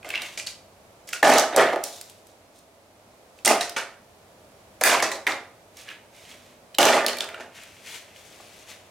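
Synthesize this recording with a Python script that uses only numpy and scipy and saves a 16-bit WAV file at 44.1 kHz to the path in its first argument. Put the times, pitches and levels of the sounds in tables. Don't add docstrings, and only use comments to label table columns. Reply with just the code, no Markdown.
import sys
import numpy as np
from scipy import signal
from scipy.fft import rfft, irfft, next_fast_len
from scipy.io import wavfile
from scipy.ndimage import uniform_filter1d, minimum_filter1d, map_coordinates

SR = 44100
rng = np.random.default_rng(int(sys.argv[2]) if len(sys.argv) > 2 else 0)


def bounce(signal):
    frames = np.transpose(np.atleast_2d(signal))
    limited = np.clip(frames, -1, 1)
    pcm = np.round(limited * 32767).astype(np.int16)
    wavfile.write(sys.argv[1], SR, pcm)


def voltage_ratio(level):
    return 10 ** (np.asarray(level, float) / 20)


N = 392831
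FAINT = 2e-4
TO_THE_RIGHT_DB = [[-0.8], [0.8]]


def unit(x):
    return x / np.sqrt(np.mean(x ** 2) + 1e-20)


def along(points, hz):
    f, v = np.transpose(points)
    return np.interp(np.log(hz + 1), np.log(f + 1), v)


def wobble(rate):
    knots = rng.standard_normal(int(N * rate / SR) + 4)
    return map_coordinates(knots, [np.arange(N) * rate / SR])


def filtered(x, response):
    m = next_fast_len(x.shape[-1] + SR // 4)
    spectrum = rfft(x, m) * response(np.fft.rfftfreq(m, 1 / SR))
    return irfft(spectrum, m)[..., :x.shape[-1]]


def paired(pair, alike):
    def mid_side_gains(hz):
        angle = np.arccos(np.clip(along(alike, hz), -1, 1)) / 2
        return np.array([np.cos(angle), np.sin(angle)])
    mid, side = filtered(pair, mid_side_gains)
    return np.array([mid + side, mid - side])


def contacts(rate, spread_db):
    struck = rng.random(N) < rate / SR
    return struck * rng.standard_normal(N) * voltage_ratio(spread_db * rng.exponential(size=N))


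def pings(rate, inside, centre_hz, spread, cycles, spread_db, size=400):
    at = np.flatnonzero((rng.random(N) < rate / SR) * inside)
    chance = rng.standard_normal((N, 2))[at]
    t = np.arange(size) / SR
    hz = np.clip(centre_hz * np.exp(spread * chance[:, :1]), 900, 15000)
    level_db = spread_db * chance[:, 1:] - 60 * t * hz / cycles
    tones = voltage_ratio(level_db) * np.sin(2 * np.pi * hz * t)
    out = np.bincount((at[:, None] + np.arange(size)).ravel(), tones.ravel(), N + size)[:N]
    return out / np.sqrt(np.sum(out ** 2) / np.sum(inside))


def bursts(starts, holds, levels_db, rise_s, fall_db_per_s):
    t = np.arange(SR) / SR - 0.25
    power = np.zeros(N + SR)
    for s, hold, db in zip(starts, holds, levels_db):
        rise_db = 30 * np.minimum(t / rise_s, 0)
        fall_db = fall_db_per_s * np.maximum(t - hold, 0)
        power[round(s * SR):][:SR] += voltage_ratio(2 * (db + rise_db - fall_db))
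    return np.sqrt(power[SR // 4:][:N])


# frequency in Hz, relative density in dB per Hz.
AIR_SPECTRUM = [(71, -43), (120, -11.5), (144, -49), (181, -12.5), (334, -9.5), (473, -8.5), (643, -4.5),
                (757, -9.5), (1320, -16.5), (1860, -20), (2290, -19), (2810, -22), (16000, -29.5)]
# frequency in Hz, left-right likeness (1 is identical).
AIR_COHERENCE = [(60, 0.64), (180, 0.69), (550, 0.89), (1650, 0.083), (4970, 0.047), (15000, 0.06)]
# frequency in Hz, relative density in dB per Hz.
ROAD_SPECTRUM = [(15, -31), (30, -7.5), (60, 1.5), (100, 4.5), (200, 0.5), (400, -25)]
AIR_DB, ROAD_DB, HUM_DB = -53.5, -63.5, -68.5
HUM_HZ = 96


def air():
    noise = filtered(rng.standard_normal((2, N)), lambda hz: voltage_ratio(along(AIR_SPECTRUM, hz)))
    road = unit(filtered(rng.standard_normal(N), lambda hz: voltage_ratio(along(ROAD_SPECTRUM, hz))))
    hum_gain = voltage_ratio(HUM_DB + 1.5 * wobble(3.3))
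    hum = hum_gain * np.sin(2 * np.pi * np.cumsum(HUM_HZ + 1.5 * wobble(12.0)) / SR)
    drift_db = 1.1 * wobble(1.5)
    hiss = voltage_ratio(AIR_DB + drift_db) * unit(paired(noise, AIR_COHERENCE)) * voltage_ratio([[-0.7], [0.7]])
    return hiss + voltage_ratio(ROAD_DB + 1.3 * wobble(1.87)) * road + hum


# centre in Hz, bandwidth in Hz, level in dB.
WALL_MODES = [(259, 102, -14), (325.6, 76, -2.5), (392, 192, -5.5), (564, 37, -0.5), (641, 10.2, 2),
              (696.4, 11.5, 3), (813, 93, -6), (1228, 65, -9.5), (1426, 72, -16)]


def bucket(blows):
    def response(f):
        total = 0
        for k, (centre, width, db) in enumerate(WALL_MODES):
            damping = 1j * f * width
            total = total + (-1) ** k * voltage_ratio(db) * damping / (centre * centre - f * f + damping)
        return total
    return filtered(blows, response)


# time in seconds, level of the main mode in dB,
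# pitch of the main mode in Hz, crack level relative to that mode in dB.
SHARD_HITS = [(0.029, -38.5, 2500, -19), (0.0463, -31, 2130, -19), (0.0896, -33.5, 2610, -3.5),
              (0.1032, -22, 2590, -14), (0.1386, -19, 2280, -34), (0.1488, -19, 2610, -32),
              (0.1554, -17, 2780, -24), (0.1765, -21, 2650, -33), (0.2194, -28.5, 3760, -6),
              (0.2333, -31, 2230, -14), (0.3753, -25, 2320, -30), (0.3978, -24.5, 2430, -19),
              (0.4702, -24.5, 4450, -13), (0.4784, -30, 2400, -18), (1.081, -39.5, 5370, -13.5),
              (1.0892, -36.5, 2600, 3.5), (1.1316, -19.5, 2590, -13), (1.132, -24, 1430, -34),
              (1.146, -27.5, 1430, -34), (1.1626, -27.5, 1450, -24), (1.2294, -2, 1770, -17),
              (1.299, -19, 5820, -3.5), (1.337, -20.5, 6000, -4.5), (1.3828, -14.5, 6100, -2),
              (1.396, -16.5, 6120, -10), (1.5344, -32.5, 3660, -38), (1.5623, -14.5, 8030, -2),
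              (1.5815, -9.5, 1280, -19), (1.6872, -21.5, 1790, -27), (1.731, -22.5, 2070, -32),
              (1.76, -26, 1760, -53), (1.8385, -26.5, 5670, 1.5), (2.012, -36.5, 5350, 4),
              (2.0974, -52.5, 3730, 10), (2.269, -61, 5950, 12.5), (2.5885, -50, 8900, -5),
              (3.3882, -46, 2650, -10), (3.4487, -12, 8800, -8.5), (3.458, -4, 8840, -22),
              (3.4765, -7.5, 2050, -4), (3.6096, -17.5, 3950, -14), (3.6946, -29, 5030, -4.5),
              (3.7673, -17, 2260, -29.5), (3.7927, -24.5, 1710, -20.5), (4.8109, -24, 2210, -3),
              (4.8368, -1.5, 2010, 2), (5.001, -19, 2260, -14), (5.025, -15.5, 1880, -12),
              (5.1158, -22.5, 1950, -9), (5.2678, -13.5, 2237, -16), (5.2726, -13, 2100, -26),
              (5.276, -24.5, 3640, -8), (5.3204, -25, 3730, -25), (5.7697, -42, 5460, -3),
              (5.882, -36, 1690, -31), (5.8885, -30.5, 2820, -22), (5.9145, -35.5, 1720, -22),
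              (6.252, -44.5, 3000, -14), (6.3138, -38, 3280, -27), (6.7445, -34, 3070, -26),
              (6.7479, -31, 4000, -9), (6.785, -1, 2930, -1), (6.829, -7.5, 3040, -7),
              (6.853, -13, 6140, -2.5), (6.886, -15.5, 2300, -13), (6.94, -17, 2040, -23),
              (7.0073, -21, 1740, -20), (7.0454, -19, 1800, -23), (7.0636, -15.5, 4470, -4.5),
              (7.089, -33, 4400, -22), (7.0825, -19.5, 3070, -7), (7.1316, -23.5, 4360, -29),
              (7.1692, -28, 2360, -7), (7.185, -27, 4360, -5), (7.2064, -17.5, 3600, -15.5),
              (7.242, -27.5, 2600, -13), (7.2888, -31.5, 2100, -11.5), (7.3437, -32.5, 2800, -21.5),
              (7.3445, -29, 1420, -23), (7.407, -36.5, 1473, -14), (7.635, -44, 2680, 0),
              (8.1606, -42.5, 2880, -11), (8.4, -42, 1100, -25)]
# time in seconds, level in dB before BLOW_DB is added.
WALL_KNOCKS = [(0.0463, -14), (1.2281, 14), (1.5618, 8), (1.5803, 17.5), (1.7315, 4.5), (1.76, 5),
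               (3.7673, -4), (5.027, 7.5), (6.785, 23), (7.0454, -5), (7.398, -18), (8.4004, -18)]
LADDER_DB, HARD_ADDS = -2.5, 0.22
NUDGE_DB = -14
BLOW_DB = 20


def hits(count=40):
    out, blows = np.zeros((2, N + SR)), np.zeros(N)
    t = np.arange(SR // 20) / SR
    rung = np.arange(count)[:, None]
    is_side = rung > 0
    for s, db, hz, crack_db in SHARD_HITS:
        ladder = 1400 * np.exp(0.055 * (rung + rng.random((count, 1))))
        modes = np.where(is_side, ladder, hz)
        t60 = np.where(is_side, 0.016, 0.026) * (3000 / modes) ** 0.3
        distance_db = 12 * np.abs(np.log2(modes / hz))
        side_db = LADDER_DB + HARD_ADDS * crack_db - distance_db + rng.normal(0, 2.0, (count, 1))
        size_db = np.where(is_side, side_db, 0)
        phase = 2 * np.pi * (modes * t + rng.random((count, 1)))
        ring = np.sum(voltage_ratio(size_db - 60 * t / t60) * np.sin(phase), 0) * (1 - np.exp(-t / 0.00045))
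        crack = np.diff(0.81 * rng.standard_normal((2, len(t) + 2)) + rng.standard_normal(len(t) + 2))
        crack = crack[:, 1:] + crack[:, :-1]
        crack_gain = voltage_ratio(crack_db - 60 * t / 0.018) * (1 - np.exp(-t / 0.00017))
        out[:, round(s * SR):][:, :len(t)] += voltage_ratio(db) * (ring + crack_gain * crack)
        blows[round(s * SR)] = voltage_ratio(db + NUDGE_DB + BLOW_DB)
    for s, db in WALL_KNOCKS:
        blows[round(s * SR)] += voltage_ratio(db + BLOW_DB)
    return out[:, :N] + bucket(blows)


# frequency in Hz, time to decay by 60 dB in seconds.
GARAGE_T60 = [(200, 0.38), (700, 0.47), (2500, 0.38), (8000, 0.33), (15000, 0.26)]
# frequency in Hz, left-right likeness (1 is identical).
GARAGE_COHERENCE = [(200, 1), (1000, 0.93), (2500, 0.79), (6000, 0.1), (15000, 0.11)]


def garage(x, count=30):
    out, step = np.zeros((2, N + SR)), -(-N // count)
    for start in range(0, N, step):
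        hz, t, z = signal.stft(rng.standard_normal((2, SR // 2)), SR, nperseg=256)
        decay = voltage_ratio(-60 * t / along(GARAGE_T60, hz)[:, None])
        tail = signal.istft(z * decay, SR, nperseg=256)[1]
        onset = 1 - np.exp(-np.arange(tail.shape[1]) / SR / 0.00067)
        tail = paired(tail * onset, GARAGE_COHERENCE)
        wet = signal.fftconvolve(x[None, start:start + step], tail / np.linalg.norm(tail[0]), axes=1)
        out[:, start:][:, :wet.shape[1]] += wet
    return out[:, :N]


# start in seconds, hold in seconds, shard level in dB,
# bucket level relative to the shards in dB, crackle level relative to the shards in dB (all before mixing gains).
TUMBLES = [(0.052, 0.024, -35.5, -3.5, -13), (0.11, 0.14, -46.5, 3.5, -7), (0.375, 0.004, -40.5, -3, 11.5),
           (0.465, 0.0081, -45.5, -22, 13.5), (1.073, 0.018, -57.5, 6, 15), (1.129, 0.0073, -40, 1.5, 9.5),
           (1.228, 0.064, -9.5, 2, -13.5), (1.279, 0.1, -12, -0.5, -14), (1.372, 0.033, -27.5, 1, 2.5),
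           (1.526, 0.015, -23.5, -0.5, -31), (1.563, 0.0024, -17.5, 2, -6.5),
           (1.572, 0.03, -8.5, -1.5, -20.5), (1.677, 0.067, -30.5, 6.5, -34.5),
           (1.836, 0.021, -42, 1.5, 6.5), (3.449, 0.023, -24, -0.5, 4.5), (3.465, 0.047, -15, 1.8, -9),
           (3.607, 0.01, -23.5, -9, -2.5), (3.764, 0.0047, -19, -9, -9), (4.813, 0.0026, -17, 2, -12),
           (4.83, 0.11, -12, -5, -12), (5.024, 0.011, -16, -7.5, -8), (5.117, 0.006, -33.5, 5.5, 2),
           (5.267, 0.046, -21.5, -5.5, -15), (6.785, 0.012, -4, 1, -7), (6.805, 0.16, -14.5, 0, -14.5),
           (7.037, 0.011, -31.5, 11, -26), (7.065, 0.026, -22.5, -7.5, -8), (7.203, 0.008, -26, -3.5, -8.5),
           (7.296, 0.088, -37.5, -2.5, -20), (7.4, 0.008, -34, 0, -13.5)]
SETTLING = [193.5, 217.5, 284]
TUMBLE_RISE_S = 0.0015
SHARD_HZ, SHARD_SPREAD, CRACKLE_HZ = 2050, 0.376, 6540


def tumble():
    s, hold, db, wall_db, crackle_db = np.transpose(TUMBLES)
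    wall, shard, fine = [bursts(s, hold, db + share, TUMBLE_RISE_S, fall)
                         for share, fall in zip([wall_db, 0, crackle_db], SETTLING)]
    inside = shard + fine > FAINT
    thuds = unit(bucket(contacts(700, spread_db=1.16)))
    shards = pings(1500, inside, SHARD_HZ, SHARD_SPREAD, cycles=38, spread_db=4.5)
    scattered = np.array([pings(2000, inside, CRACKLE_HZ, spread=0.28, cycles=12.5, spread_db=2.0, size=200)
                          for ear in range(2)])
    crackle = paired(scattered, [(4000, 1.0), (12000, 0.38)])
    return voltage_ratio(-6.0) * wall * thuds + voltage_ratio(-10.0) * shard * shards + voltage_ratio(-2) * fine * crackle


# start in seconds, hold in seconds,
# rasp level in dB before the mixing gain, sizzle level relative to the rasp in dB, left over right in dB.
SCUFF_STROKES = [(0.11, 0.023, -35.5, -8, 2), (0.147, 0.051, -34, -25, 0), (0.227, 0.039, -37.5, -2.5, 2),
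                 (0.328, 0.016, -47, 1, 1), (1.866, 0.11, -53.5, 13.5, 0), (2.042, 0.071, -61, 10.5, 3),
                 (2.177, 0.01, -69, 10, -3), (2.29, 0.01, -74, 17, 0.1), (2.41, 0.03, -68, -2.5, 1.5),
                 (2.558, 0.018, -68.5, 15.5, 1), (3.114, 0.02, -79, 7.5, 3), (3.303, 0.04, -81, -6.5, -2.5),
                 (3.385, 0.006, -65, 10, 0), (5.785, 0.027, -46.5, 3.5, -3),
                 (5.885, 0.019, -38, -9.5, -2.5), (6.152, 0.17, -52.5, 1.5, -2), (6.302, 0.017, -45, 0, -1),
                 (6.377, 0.14, -56, 0.5, -2.5), (7.559, 0.065, -43, -4.5, 2.5), (7.654, 0.28, -51.5, -1, 3),
                 (7.87, 0.06, -39.5, -0.8, 4.5), (7.944, 0.012, -37, 0.5, 5), (8.023, 0.09, -51.5, -5, 1.5),
                 (8.158, 0.47, -52, 2, 6), (8.696, 0.008, -40, -1, 4.5), (8.78, 0.091, -58.5, -3, 10)]
# frequency in Hz, relative density in dB per Hz.
GRIT_SPECTRUM = [(2060, -31.5), (3500, -2), (5060, -5), (6280, -3.5), (12200, -11.5), (16000, -12.5)]
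STROKE_RISE_S, LIFT_DB_PER_S = 0.071, 222
RASP_HZ = 2600


def scuffs():
    s, hold, db, sizzle_db, pan_db = np.transpose(SCUFF_STROKES)

    def ears(level_db):
        return np.array([bursts(s, hold, level_db + side * pan_db / 2, STROKE_RISE_S, LIFT_DB_PER_S)
                         for side in (1, -1)])
    drag, grit = ears(db), ears(db + sizzle_db)
    rasp = pings(3000, drag[0] > FAINT, RASP_HZ, spread=0.2, cycles=11.7, spread_db=2.0, size=300)
    sizzle = unit(filtered(contacts(6000, spread_db=-0.5), lambda hz: voltage_ratio(along(GRIT_SPECTRUM, hz))))
    return voltage_ratio(-5 + 0.37 * wobble(30)) * (drag * rasp + grit * sizzle)


# time in seconds, level in dB.
DRONE_JOLTS = [(1.241, -29.5), (1.57, -73), (4.82, -65), (6.3, -52.5), (6.8, -31.5), (7.4, -52.5)]
DRONE_HZ, DRONE_T60 = 247.2, 1.3


def drone():
    t = np.arange(N) / SR
    size = sum(voltage_ratio(db - 60 * (t - s) / DRONE_T60) * (t > s) for s, db in DRONE_JOLTS)
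    return size * np.sin(2 * np.pi * DRONE_HZ * t)


def scene():
    near = scuffs() + (hits() + tumble() + drone()) * voltage_ratio(TO_THE_RIGHT_DB)
    near = filtered(near, lambda hz: (1j * hz / (148 + 1j * hz)) ** 2)
    echo = voltage_ratio(-5.0) * garage(near.mean(0)) * voltage_ratio(TO_THE_RIGHT_DB)
    return near + echo + air()


def low_pass(x):
    return signal.sosfilt(signal.butter(12, 16800, fs=SR, output="sos"), x)


def record(dry):
    ceiling = 0.71
    need = np.minimum(1, ceiling / (np.abs(dry).max(0) + 1e-9))
    gain = uniform_filter1d(minimum_filter1d(need, size=881), size=1101)
    mix = filtered(dry * gain, lambda hz: (hz < 16000) / (1 + (hz / 15000) ** 6))
    return low_pass(mix)


dry = scene()
out = record(dry)
bounce(out)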